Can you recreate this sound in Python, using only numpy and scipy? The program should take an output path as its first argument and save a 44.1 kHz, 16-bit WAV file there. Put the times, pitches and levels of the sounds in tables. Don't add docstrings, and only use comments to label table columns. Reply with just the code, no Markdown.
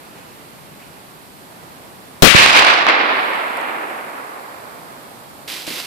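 import sys
import numpy as np
from scipy import signal
from scipy.fft import rfft, irfft, next_fast_len
from scipy.io import wavfile
from scipy.ndimage import uniform_filter1d

SR = 44100
rng = np.random.default_rng(int(sys.argv[2]) if len(sys.argv) > 2 else 0)


def int16_out(signal):
    q = np.round(np.clip(np.atleast_2d(signal).T, -1, 1) * 32767)
    wavfile.write(sys.argv[1], SR, q.astype(np.int16))


N = 258426
T = np.arange(N) / SR
BANG_S = 2.2226

# frequency_hz, correlation
DIFFUSE_LIKENESS = [(60, 0.11), (140, 0.54), (290, 0.78), (640, 0.14), (1000, -0.17), (1450, -0.57),
                    (2400, 0.53), (3200, -0.1), (5000, 0.16), (8000, -0.36)]


def undb(db):
    return 10 ** (np.asarray(db) / 20)


def at(rows, hz):
    f, value = np.transpose(rows)
    return np.interp(np.log(hz + 1), np.log(f), value)


def unit(x):
    return x / np.sqrt(np.mean(x ** 2))


def noise(spectrum, likeness=0, drive=1):
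    size = next_fast_len(N + SR // 10)
    hz = np.fft.rfftfreq(size, 1 / SR)
    correlation = at(likeness, hz) if np.ndim(likeness) else likeness
    correlation = np.clip(correlation, -.98, .98)
    mid, side = rfft(drive * rng.standard_normal((2, N)), size)
    mid = mid * np.sqrt((1 + correlation) / 2)
    side = side * np.sqrt((1 - correlation) / 2)
    shape = unit(undb(at(spectrum, hz)))
    return irfft(np.array([mid + side, mid - side]) * shape, size)[:, :N]


def flicker(rate_hz, depth_db):
    steps = rng.standard_normal(N)
    return unit(undb(depth_db * np.interp(T * rate_hz, np.arange(N), steps)))


def pan(right_db):
    return undb(np.array([[-right_db], [right_db]]) / 2)


def bursts(rows):
    return sum(undb(db) * (T >= s) * np.exp(-np.abs(T - s) / decay) for s, db, decay in rows)


def swells(rows, attack_s, release_s):
    power = 0
    for s, db, hold in rows:
        rise = np.clip((T - s) / attack_s, 0, 1)
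        fall = np.exp(-np.maximum(T - s - attack_s - hold, 0) / release_s)
        power = power + (undb(db) * rise * fall) ** 2
    return np.sqrt(power)


def fade(start_s, linger_s, db_per_s):
    age = np.maximum(T - start_s, 0)
    return undb(-db_per_s * (np.hypot(age, linger_s) - linger_s))


def forest_air():
    # frequency_hz, relative_density_db
    rush_spectrum = [(20, -23), (50, -21), (90, -10), (160, -1), (280, 0.5), (450, -1.5), (850, -0.5),
                     (1400, -4.5), (2400, -13), (4500, -20), (6200, -22), (14000, -32)]
    # peak_s, level_db, sigma_s
    rumble_rows = [(1.2, -49.7, 1.4), (5.15, -52, 0.53)]
    rumble_spectrum = [(20, -25), (70, -7.0), (150, 1.5), (220, -2), (400, -13), (2000, -47)]
    rush = noise(rush_spectrum, DIFFUSE_LIKENESS) * flicker(3.01, 1.0) * flicker(27, 0.32)
    rumble_level = sum(undb(db) * np.exp(-((T - s) / sigma) ** 2 / 2) for s, db, sigma in rumble_rows)
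    rumble = noise(rumble_spectrum, 0.33) * flicker(11, 1.2) * rumble_level
    return rush * undb(-42) * pan(2.2) + rumble * pan(-6.5)


def fuses():
    # start_s, level_db
    spurt_rows = [(.14, -49.5), (.78, -48)]
    # start_s, level_db, hold_s
    flare_rows = [(5.476, -30.5, 0.11), (5.498, -32, .002), (5.666, -27.5, 0.12)]
    # start_s, level_db, decay_s
    puff_rows = [(5.527, -29.5, 0.0066), (5.675, -23.5, 0.01), (5.703, -30.5, 0.013), (5.732, -32, 0.01),
                 (5.771, -43, 0.024)]
    # frequency_hz, relative_density_db
    jet_spectrum = [(100, -26), (300, -5.5), (550, -7), (1100, -6.5), (1700, -4.5), (2700, 0.5), (3600, -1),
                    (4800, -1.5), (6200, -9.5), (9000, -10.5), (14400, -10.5), (15200, -42.5)]
    smoulder_spectrum = [(300, -9), (1200, -2), (2500, 6), (4500, -15.0), (7000, -11), (14000, -30)]
    puff_spectrum = [(50, -20), (130, -10), (220, 1), (450, 2.5), (1000, -14), (3000, -22), (9000, -52)]

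    glow = undb(-53.5) * fade(0, linger_s=2, db_per_s=17)
    spurts = swells([(s, db, .02) for s, db in spurt_rows], attack_s=.025, release_s=.1)
    smoulder = noise(smoulder_spectrum, 0.65) * np.hypot(glow, spurts) * (T < BANG_S)

    flares = swells(flare_rows, attack_s=0.0018, release_s=0.11)
    jet = noise(jet_spectrum, 0.63) * flares * flicker(1500, 2) * flicker(70, .8)
    puffs = noise(puff_spectrum, 0.63) * bursts(puff_rows)
    return smoulder * pan(2.7) + (jet + puffs) * pan(3.4)


def blast(shock_db=18, push_s=0.00025):
    # frequency_hz, relative_density_db
    clatter_spectrum = [(30, -38), (150, -18), (300, -13.5), (800, -16), (1400, -2.5), (2000, -0.5),
                        (2500, 2.5), (3200, -2), (4300, -5.5), (6200, -14), (10000, -21), (15000, -35)]
    # start_s, level_db, decay_s
    clatter_waves = [(2.2226, 8.5, 0.07), (2.372, -9.5, 0.16), (2.548, -12.5, 0.057)]
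    crack_spectrum = [(500, -7), (3500, 5), (12000, -3.5)]
    boom_spectrum = [(25, -17), (130, -6.5), (280, -1), (600, -6), (1200, -13), (3000, -18.5), (9000, -30.0)]

    age = np.maximum(T - BANG_S, 0) / push_s
    shock = undb(shock_db) * (T >= BANG_S) * (1 - age) * np.exp(-age)
    crack = noise(crack_spectrum) * bursts([(BANG_S, 24, .0006)])
    boom = noise(boom_spectrum, DIFFUSE_LIKENESS) * bursts([(BANG_S, 18, .021)])
    clatter = noise(clatter_spectrum, DIFFUSE_LIKENESS) * flicker(150, 3.4) * bursts(clatter_waves)
    return shock + crack + boom + clatter * pan(3.1)


def through_air(x, loss_db, power, ref_hz):
    hz, s, frames = signal.stft(x, SR, nperseg=512)
    travel_s = np.maximum(s - BANG_S, 0)
    loss = loss_db * np.outer((hz / ref_hz) ** power - 1, travel_s)
    return signal.istft(frames * undb(-loss), SR)[1][:, :N]


def forest_echo():
    # frequency_hz, relative_density_db
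    report_spectrum = [(30, -46), (100, -41), (170, -23.5), (260, -8.5), (450, -4.5), (750, 1.5), (1100, 4),
                       (1700, 3.5), (2300, 4.5), (3200, 1), (4600, 0), (6200, -9), (10000, -11.5),
                       (15000, -21.5)]
    # first_arrival_s, relative_level_db
    stand_rows = [(2.305, -13), (2.375, -15.5), (2.475, -17.5), (2.53, -11), (2.653, -14), (2.867, -15)]
    # start_s, relative_level_db
    clap_rows = [(2.462, 4), (2.622, -5), (2.648, -3), (2.684, -6), (2.701, -7), (2.739, -12), (2.787, -14),
                 (2.867, -1.5), (2.8871, -3.5), (2.8972, -3), (3.056, -19)]
    ground_spectrum = [(25, -8), (150, -2.0), (300, -1), (800, -28), (3000, -50)]

    build = np.clip((T - BANG_S) / 0.86, 0, 1)
    depths = undb(-14) * build * fade(BANG_S, linger_s=1.074, db_per_s=16.5)
    stands = swells([(s, db, 0.038) for s, db in stand_rows], attack_s=0.019, release_s=0.11)
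    clumps = flicker(1200, 1.3) * flicker(200, 0.62) * flicker(45, 0.82)
    trunks = noise(report_spectrum, DIFFUSE_LIKENESS, drive=clumps * np.hypot(depths, stands)) * undb(5.0)

    slaps = bursts([(s, db, .001 * 2 ** (-db / 5.5)) for s, db in clap_rows])
    claps = noise(report_spectrum, 0.37, drive=slaps) * undb(5.5)

    ground = noise(ground_spectrum, .4) * bursts([(BANG_S, -21, .2)])
    return (through_air(trunks + claps, loss_db=4.0, power=1.43, ref_hz=1440) + ground) * pan(3.0)


def scraps():
    # start_s, level_db, decay_s
    landings = [(3.34, -47, .012), (3.572, -29, .0015), (3.611, -38, .003)]
    tick_spectrum = [(1000, -20), (4000, -4), (7500, 5), (13500, 4), (15500, -20)]
    return noise(tick_spectrum, .3) * bursts(landings) * pan(5.7)


def hiss_level():
    return_s, rise_s, settle_s = 2.955, 0.27, 1.9
    back = np.clip((T - return_s) / rise_s, 0, 1)
    lift_db = 4.3 * np.exp(-np.maximum(T - return_s - rise_s, 0) / settle_s)
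    return undb(-47.5 + (T > BANG_S) * (1 - back) * -8 + back * lift_db)


def scene():
    return forest_air() + fuses() + blast() + forest_echo() + scraps()


def record(dry):
    # start_s, end_s
    stun = (2.2239, 2.3525)
    # start_s, jump_full_scales (before smoothing), leak_s
    jolts = [(2.2242, -3.5, 0.0012), (2.232, -2.5, .001), (2.2332, 6, .0011), (2.348, -3.5, 0.001),
             (2.3489, 6, 0.00087), (2.3531, -3, 0.001)]
    # frequency_hz, relative_density_db
    hiss_spectrum = [(100, -12), (1500, -2.5), (4500, 0.5), (6200, -9), (7600, -2.5), (10000, -1.5),
                     (14400, -1.5), (14900, -40), (15300, -60)]

    deaf = uniform_filter1d(1. * ((T > stun[0]) & (T < stun[1])), size=40)
    thumps = sum(jump * bursts([(s, 0, leak)]) for s, jump, leak in jolts)
    thumps = uniform_filter1d(thumps, size=16)
    ports = np.array([dry[0], dry[1] * (1 - deaf) + thumps])
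    hiss = noise(hiss_spectrum) * hiss_level() * pan(4.3)
    clipped = np.clip(ports + hiss, -.98, .98)
    low_pass = signal.firwin(255, 15800, fs=SR)
    return signal.fftconvolve(clipped, low_pass[None], "same", axes=1)


dry = scene()
out = record(dry)
int16_out(out)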